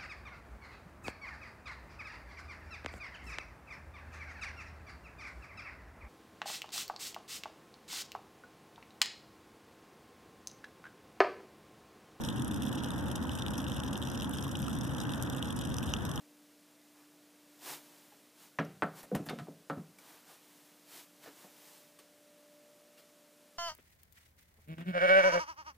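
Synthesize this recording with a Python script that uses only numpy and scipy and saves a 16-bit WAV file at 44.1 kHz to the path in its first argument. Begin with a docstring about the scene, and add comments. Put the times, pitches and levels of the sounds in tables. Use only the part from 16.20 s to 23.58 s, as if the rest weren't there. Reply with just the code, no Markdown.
"""A wooden cane is hooked over a metal doorknob in a quiet room, close to the listener.
Its handle knocks on the knob and the hollow door, which thuds and rattles in its latch.
Then the cane hangs and settles with faint scuffs and ticks.
A sleeve rustles as the arm moves, over the hum of a household motor and a soft hiss."""
import sys
import numpy as np
from scipy import signal
from scipy.fft import rfft, irfft
from scipy.io import wavfile
from scipy.ndimage import uniform_filter1d

SR = 44100
rng = np.random.default_rng(int(sys.argv[2]) if len(sys.argv) > 2 else 0)


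def log_audio(samples):
    """Write samples as a 16-bit WAV file to the path given in sys.argv[1]."""
    # one column per channel
    frames = np.atleast_2d(samples).T
    # limit to full scale, then quantise
    limited = np.clip(frames, -1, 1)
    pcm = np.round(limited * 32767).astype(np.int16)
    wavfile.write(sys.argv[1], SR, pcm)


N = 325458
FORCE_HZ = np.geomspace(50, 16000, 60)  # the frequencies at which a blow's tone is set

# The tone of the wooden handle. Each row: frequency in Hz, boost or cut in dB.
HANDLE_TONE = [(450, 2), (750, 2), (1000, -.5), (1330, 4.5), (1850, -2), (2500, -2), (4200, 0.5),
               (5200, -1)]
# The door gives off little deep bass. Each row: frequency in Hz, level change in dB.
BASS_LOSS = [(65, -32.5), (115, -11.5), (155, 0)]
# The handle hits the knob. Each row: start in seconds, level in dB, corner in Hz (higher is harder),
# strength of the push, metal snap in dB, first crack in dB, ring in Hz, ring in dB, place in metres.
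KNOCKS = [(2.3874, 1, 1890, 14.3, -42, 1, 1650, -12, .75), (2.6224, 2, 1640, 3.5, -34, 7, 1338, -17, 1.22),
          (2.949, -14, 2320, 5.5, -12, 4, 1380, -20, 1.04),
          (3.087, -12, 3100, 15, -24, -10, 3620, -3.5, 1.58), (3.095, -13, 2020, 6.5, 8, 4, 2130, -5, 1.4),
          (3.1881, -15.5, 1740, 5.4, -3, 5, 706, -0.5, .66),
          (3.499, -4, 1280, 9.1, -17.5, 5.5, 552, -5, 1.336),
          (3.566, -18, 900, 17, -12, -14, 1280, -5, 1.38)]

def cane_knocks(modes, ring_t60=0.16, rise_s=0.00023, wood_fall_db=25, push_hz=297, push_fall_db=32):
    """Wood hits metal: the sound weakens above the corner, and the push behind the blow adds bass."""
    out = np.zeros(N)
    for start, db, corner_hz, push, snap_db, crack_db, ring_hz, ring_db, place_m in KNOCKS:
        contact_db = contact(corner_hz, wood_fall_db, snap_db)
        push_db = push * amp(roll_off(FORCE_HZ / push_hz, push_fall_db))
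        force_db = contact_db + push_db + read(HANDLE_TONE, FORCE_HZ) + read(BASS_LOSS, FORCE_HZ)
        knock = blow(modes, force_db, ring_hz, ring_db, ring_t60, crack_db, rise_s, place_m)
        add(out, start, amp(db) * knock)
    return out

def contact(corner_hz, fall_db, metal_db):
    """The tone of a hit in dB: a steep fall above the corner, plus a gently falling trace of metal."""
    body = amp(roll_off(FORCE_HZ / corner_hz, fall_db))
    metal = amp(metal_db) * np.minimum(corner_hz / FORCE_HZ, 1)
    return 20 * np.log10(body + metal)

# The notes (modes) that door and cane ring with.
# Each row: pitch in Hz, relative level in dB, seconds to fade by 60 dB (called t60).
DOOR_MODES = [(96, -15, 0.8), (131.4, -20, 0.75), (156.4, -7.5, 0.32), (176.2, -10, 0.25),
              (189.5, -21, 0.92), (219.3, -9, 0.2), (272, -24, 0.31), (284, -7.5, 0.22), (347, -34, 0.76),
              (420, -18, 0.36), (487, -21.5, 0.25), (560, -14.5, 0.26), (648, -18, 0.3), (716, -11.5, 0.16),
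              (769, -21.5, 0.6), (780, -32, 0.12), (1087, -20, 0.058), (1050, -27, 0.17), (1247, -23, 0.25),
              (1324, -14, 0.18), (1407, -25, 0.13), (1480, -15, 0.073), (1530, -30, 0.17),
              (1710, -13, 0.038), (1850, -18, 0.21), (1827, -10.5, 0.069), (2010, -24, 0.12),
              (2260, -18, 0.064), (2760, -21, 0.073), (3400, -18, 0.1), (4020, -18, 0.12)]

def door_modes(t, swell_cycles=1.0):
    """The hollow door's ringing notes, one per row; each needs about a cycle to get going."""
    return np.array([(-1) ** k * amp(db) * ring(t, hz, t60) * (1 - np.exp(-t * hz / swell_cycles))
                     for k, (hz, db, t60) in enumerate(DOOR_MODES)])

def mode_shares(place_m, depth=0.25):
    """A note is stronger or weaker depending on where along its wave the blow lands."""
    wavelength_m = 8 / np.sqrt(np.transpose(DOOR_MODES)[0])
    return 1 + depth * np.cos(2 * np.pi * place_m / wavelength_m)

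# Single echoes off the door frame and wall. Each row: delay in seconds, gain.
ECHOES = [(.0067, 0.077), (.0089, 0.34), (0.0126, .22)]
# The edges, in Hz, of the broad bands in which the ringing notes share out a blow's energy.
BAND_EDGES_HZ = [100, 330, 900, 2000, 3500, 7000, 15000]

def blow(modes, force_db, ring_hz, ring_db, ring_t60, crack_db, rise_s, place_m):
    """One hit sets off a crack, a short ring, the door's notes and a noisy tail; its energy is 1."""
    size = modes.shape[1]
    t, hz = np.arange(size) / SR, np.fft.rfftfreq(size, 1 / SR)
    response = mode_shares(place_m) @ modes + amp(ring_db) * ring(t, ring_hz, ring_t60) + noisy_tail(t)
    response *= 1 - np.exp(-t / rise_s)  # a glancing touch builds up gradually
    for delay_s, gain in [(0, 1), *ECHOES]:
        add(response, delay_s, [gain * amp(crack_db)])
    # even out the bands, so that the force alone sets the broad tone
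    power = abs(rfft(response)) ** 2
    band_levels = [(np.sqrt(low * high), 10 * np.log10(power[(hz > low) & (hz < high)].mean()))
                   for low, high in zip(BAND_EDGES_HZ, BAND_EDGES_HZ[1:])]
    force = pulse(np.transpose([FORCE_HZ, force_db - read(band_levels, FORCE_HZ)]))
    return unit(signal.fftconvolve(response, force))

def pulse(tone, lag_s=0.00394, bend_hz=350, size=4096):
    """A sharp pulse with the given tone; its bass comes late, because slow bending waves carry it."""
    hz = np.fft.fftfreq(size, 1 / SR)
    log_gain = np.log(amp(read(tone, abs(hz))))
    log_spectrum = np.conj(signal.hilbert(log_gain))  # packs the energy right after the start
    lag_phase = 2 * np.pi * lag_s * bend_hz * np.arctan(hz / bend_hz)
    return np.fft.ifft(np.exp(log_spectrum - 1j * lag_phase)).real[:size // 2]

# The door bumps to and fro in its frame.
# Each row: start in seconds, level in dB, corner in Hz, pitch in Hz, ring at that pitch in dB.
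THUDS = [(2.9147, -6, 670, 493, 10), (2.924, -3.5, 400, 201, 7), (2.943, -4.5, 275, 172, -3),
         (2.993, -8.5, 323, 183, 0), (3.063, -16, 290, 230, -8), (3.107, -13, 970, 405, -0.5),
         (3.129, -10, 460, 232, -1), (3.172, -14, 272, 234, -5), (3.206, -12.5, 217, 146, -3),
         (3.270, -26, 830, 700, -9), (3.2828, -15, 510, 228, -19), (3.570, -10.5, 264, 104, -2),
         (5.242, -27.5, 824, 187, 13)]

def door_thuds(modes, ring_t60=0.084, crack_db=7, rise_s=0.0002, place_m=1.254):
    """Soft bumps: a dull sound from below the pitch up to the corner, with a trace of rattle."""
    out = np.zeros(N)
    for start, db, corner_hz, pitch_hz, ring_db in THUDS:
        low_cut_db = roll_off(0.46 * pitch_hz / FORCE_HZ, fall_db=13) + read(BASS_LOSS, FORCE_HZ)
        force_db = contact(corner_hz, fall_db=28, metal_db=-42) + low_cut_db
        thud = blow(modes, force_db, pitch_hz, ring_db, ring_t60, crack_db, rise_s, place_m)
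        add(out, start, amp(db) * thud)
    return out

# The tone of a click. Each row: frequency in Hz, relative level in dB.
CLICK_TONE = [(50, 6), (100, 17), (180, 22), (550, 22.5), (1300, 9.5), (2600, 1), (5000, -6), (10000, -1),
              (15000, -5)]
# Clicks of latch and knob.
# Each row: start in seconds, level in dB, tilt in dB per octave, ring in Hz, first crack in dB.
CLICKS = [(2.832, -22, 2, 573, -1), (2.9518, -6, 0.3, 1320, 7.5), (3.063, -19, 1.5, 1635, -11)]

def latch_clicks(modes, ring_db=-10, ring_t60=0.085, rise_s=0.00043, place_m=1.13):
    """Metal meets metal in sharp clicks that reach the top of the treble."""
    out = np.zeros(N)
    for start, db, tilt, ring_hz, crack_db in CLICKS:
        force_db = tilted(CLICK_TONE, tilt)
        click = blow(modes, force_db, ring_hz, ring_db, ring_t60, crack_db, rise_s, place_m)
        add(out, start, amp(db) * click)
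    return out

# The tone of a scuff. Each row: frequency in Hz, relative level in dB.
SCUFF_TONE = [(65, -31), (180, -15), (330, 11), (550, 0.5), (1300, -0.5), (5000, -7.5), (10000, -13),
              (15000, -10)]
# The cane is handled and settles.
# Each row: start in seconds, level in dB, tilt in dB per octave, ring in Hz, rise time in seconds.
SCUFFS = [(1.92, -31, -5, 826, 0.0022), (3.786, -28.5, 1.5, 2300, .0003), (5.029, -26, 2, 996, 0.011),
          (5.058, -23.5, -4, 630, 0.003), (5.073, -23, -2, 490, 0.0031), (5.787, -28, 1, 1140, 0.0036),
          (6.776, -28, 2, 2760, 0.017)]

def cane_scuffs(modes, ring_db=3, ring_t60=0.031, crack_db=-13, place_m=0.79, low_cut_hz=130):
    """Faint, glancing touches that swell quickly and hardly crack."""
    out = np.zeros(N)
    for start, db, tilt, ring_hz, rise_s in SCUFFS:
        force_db = tilted(SCUFF_TONE, tilt)
        scuff = blow(modes, force_db, ring_hz, ring_db, ring_t60, crack_db, rise_s, place_m)
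        add(out, start, amp(db) * scuff)
    return signal.sosfilt(signal.butter(2, low_cut_hz, "high", fs=SR, output="sos"), out)

# Light touches on the knob. Each row: start in seconds, peak level in dB, pitch in Hz.
TICKS = [(2.388, -44, 5740), (2.398, -47, 5730), (2.450, -49, 5900), (2.450, -51, 11500),
         (2.636, -45.5, 8500), (2.831, -54, 9500), (2.8305, -45, 13600), (2.954, -36, 12900),
         (3.059, -43, 12800), (3.088, -36, 4580), (3.096, -43, 8900), (3.098, -43, 11500),
         (3.099, -40, 4630), (3.788, -50, 9050), (5.790, -46.5, 8940)]

def knob_ticks(t60=0.032, spread=0.057, count=10):
    """A touch rings a tight cluster of high notes in the knob's metal shell."""
    out, t = np.zeros(N), np.arange(SR // 10) / SR
    for start, db, hz in TICKS:
        pitches = hz * (1 + spread * rng.uniform(-1.16, 1, count))
        cluster = sum(ring(t, pitch, t60) for pitch in pitches)
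        add(out, start, amp(db) * cluster / abs(cluster).max())
    return out

# The tone of rubbing cloth. Each row: frequency in Hz, relative level in dB.
CLOTH_TONE = [(60, -66), (110, -35), (145, 7.5), (190, -16), (320, 6.5), (550, 0), (840, 6.5), (1300, 2),
              (2200, 1), (5000, 0), (10000, -1.5), (15000, -0.5)]
# Strokes of the sleeve. Each row: fastest moment in seconds, half length in seconds, level in dB,
# level of the low body against the high hiss in dB.
STROKES = [(0.797, 0.043, -68.5, 8.5), (1.504, 0.048, -42.5, 0.5), (2.232, 0.042, -57.5, -2.5),
           (2.788, 0.028, -52.5, 4), (3.907, 0.077, -58, 4), (4.113, 0.038, -57.5, 4.5),
           (4.34, 0.26, -64, -2), (4.765, 0.051, -50, -3.5), (5.065, 0.039, -59, 6.5),
           (5.215, 0.066, -58, 0.5), (5.486, 0.13, -57.5, -3)]

def sleeve(grain_db=0.6, body_hz=1800, drag_lag_s=0.17, drag_half_s=0.25, drag_db=-18.5):
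    """Fibres slip past each other in a grainy hiss; a fainter drag of loose cloth trails each stroke."""
    t = np.arange(N) / SR
    cloth = noise(CLOTH_TONE)
    grain = evened(uniform_filter1d(rng.standard_normal(N), size=130))
    rub = evened(cloth * amp(grain_db * grain))
    body = signal.sosfiltfilt(signal.butter(2, body_hz, fs=SR, output="sos"), rub)
    hiss_power, body_power = np.zeros(N), np.zeros(N)
    for peak_s, half_s, db, body_db in STROKES:
        stroke = np.exp(-0.5 * ((t - peak_s) / half_s) ** 2)
        drag = amp(drag_db) * np.exp(-0.5 * ((t - peak_s - drag_lag_s) / drag_half_s) ** 2)
        level = amp(db) * np.hypot(stroke, drag)
        hiss_power += level ** 2
        body_power += (level * amp(body_db)) ** 2
    return np.sqrt(hiss_power) * (rub - body) + np.sqrt(body_power) * body

# The tones of the nearby scatter and the longer tail. Each row: frequency in Hz, relative level in dB.
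SCATTER_TONE = [(100, 24), (300, 6), (600, 11.5), (1200, 10), (3000, 8.5), (14000, 9.5)]
TAIL_TONE = [(100, 1), (250, -7), (500, 2.5), (900, -2.5), (1800, -7), (5000, -1.5), (14000, -11)]
# How long the noisy tail after each blow takes to fade; its lowest bass and highest hiss linger longest.
# Each row: frequency in Hz, seconds to fade by 60 dB.
TAIL_T60 = [(100, 1.3), (260, 0.6), (700, 0.3), (1800, 0.49), (5000, 0.46), (14000, 2.8)]

def noisy_tail(t, near_db=-2, near_t60=0.11, tail_db=4.0, rise_s=0.0017):
    """Sound scatters off the door and frame close by, then a longer tail of noise fades away."""
    near = fading_noise(t, SCATTER_TONE, [(0, near_t60)])
    tail = fading_noise(t, TAIL_TONE, TAIL_T60) * (1 - np.exp(-t / rise_s))
    return amp(near_db) * near + amp(tail_db) * tail

def fading_noise(t, tone, fade_times):
    """Noise whose bands each fade at their own speed."""
    hz, times, bands = signal.stft(rng.standard_normal(len(t)), SR, nperseg=256)
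    t60 = read(fade_times, hz)[:, None]
    bands *= amp(read(tone, hz)[:, None] - 60 * times / t60)
    bands *= np.sqrt(np.log(1e6) / (t60 * SR))  # a longer fade gains no extra energy
    return signal.istft(bands, SR, nperseg=256)[1][:len(t)]

# The motor's harmonics. Each row: multiple of the motor's pitch, level in dB.
HARMONICS = [(3, -87.5), (4, -84), (6, -90), (8, -82), (9, -86), (11, -82.5), (12, -94)]
# Two more form standing waves, whose loud and quiet spots the listener passes going to the door and
# away. Each row: time in seconds, level of the 5th harmonic in dB, level of the 10th in dB.
APPROACH = [(0.1, -67.5, -77), (0.96, -66.5, -80), (1.57, -67, -72.5), (2.2, -71.5, -81.5)]
RETREAT = [(3.9, -74, -82), (4.69, -70.5, -78), (6.08, -74, -68), (7.2, -74, -69)]

def motor_hum(motor_hz=59.15, waver_db=1.8):
    """A distant motor hums at multiples of one pitch, each wavering a little in level."""
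    t, out = np.arange(N) / SR, np.zeros(N)
    times, fifth_db, tenth_db = np.transpose(APPROACH + RETREAT)
    standing = [(5, np.interp(t, times, fifth_db)), (10, np.interp(t, times, tenth_db))]
    waver_times = np.linspace(0, t[-1], 30)
    for multiple, db in HARMONICS + standing:
        waver = np.interp(t, waver_times, rng.standard_normal(len(waver_times)))
        wave = np.sqrt(2) * np.sin(2 * np.pi * (multiple * motor_hz * t + rng.random()))
        out += amp(db + waver_db * waver) * wave
    return out

# The tone of the background hiss. Each row: frequency in Hz, relative level in dB.
HISS_TONE = [(30, -25), (70, -13.5), (110, -4.5), (160, 4.5), (260, 6), (450, 3), (800, 0), (1500, -1.5),
             (4000, -4), (9000, -5.5), (15000, -8)]

def room_hiss(db=-65):
    """A soft, steady hiss fills the room."""
    return amp(db) * noise(HISS_TONE)

def noise(tone):
    """Noise with the given tone and an average (rms) level of 1."""
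    gain = amp(read(tone, np.fft.rfftfreq(N, 1 / SR)))
    return evened(irfft(rfft(rng.standard_normal(N)) * gain, N))

def ring(t, hz, t60):
    """One fading note with an energy of 1."""
    return unit(np.sin(2 * np.pi * hz * t) * amp(-60 * t / t60))

def roll_off(ratio, fall_db):
    """A level in dB that is nearly flat for ratios under 1, then drops by fall_db per octave."""
    return -10 * np.log10(3 + ratio ** (fall_db / (10 * np.log10(2))))

def tilted(tone, db_per_octave):
    """A blow's tone made brighter or duller."""
    return read(tone, FORCE_HZ) + db_per_octave * np.log2(FORCE_HZ / FORCE_HZ.mean())

def read(table, hz):
    """Looks up a frequency in a table, blending between rows on a log scale."""
    row_hz, values = np.transpose(table)
    return np.interp(np.log(hz + 1), np.log(row_hz + 1), values)

def amp(db):
    """Turns decibels into a gain."""
    return 10 ** (np.asarray(db) / 20)

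def evened(x):
    """Scales to an average (rms) level of 1."""
    return x / np.sqrt(np.mean(x ** 2) + 1e-20)

def unit(x):
    """Scales to an energy of 1."""
    return x / (np.linalg.norm(x) + 1e-20)

def add(mix, start_s, sound):
    """Mixes a sound in at the given time."""
    part = mix[round(start_s * SR):][:len(sound)]
    part += sound[:len(part)]

def scene(door_db=-0.5, blow_samples=16384):
    """All the sources together, the same in both channels."""
    modes = amp(door_db) * door_modes(np.arange(blow_samples) / SR)
    blows = cane_knocks(modes) + door_thuds(modes) + latch_clicks(modes) + cane_scuffs(modes)
    mono = blows + knob_ticks() + sleeve() + motor_hum() + room_hiss()
    return np.array([mono, mono])

def record(dry, top_hz=15400):
    """Cuts off the very highest treble."""
    low_pass = signal.firwin(511, top_hz, window=("kaiser", 9), fs=SR)
    return signal.oaconvolve(dry, low_pass[None], "same")

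dry = scene()
out = record(dry)
log_audio(out)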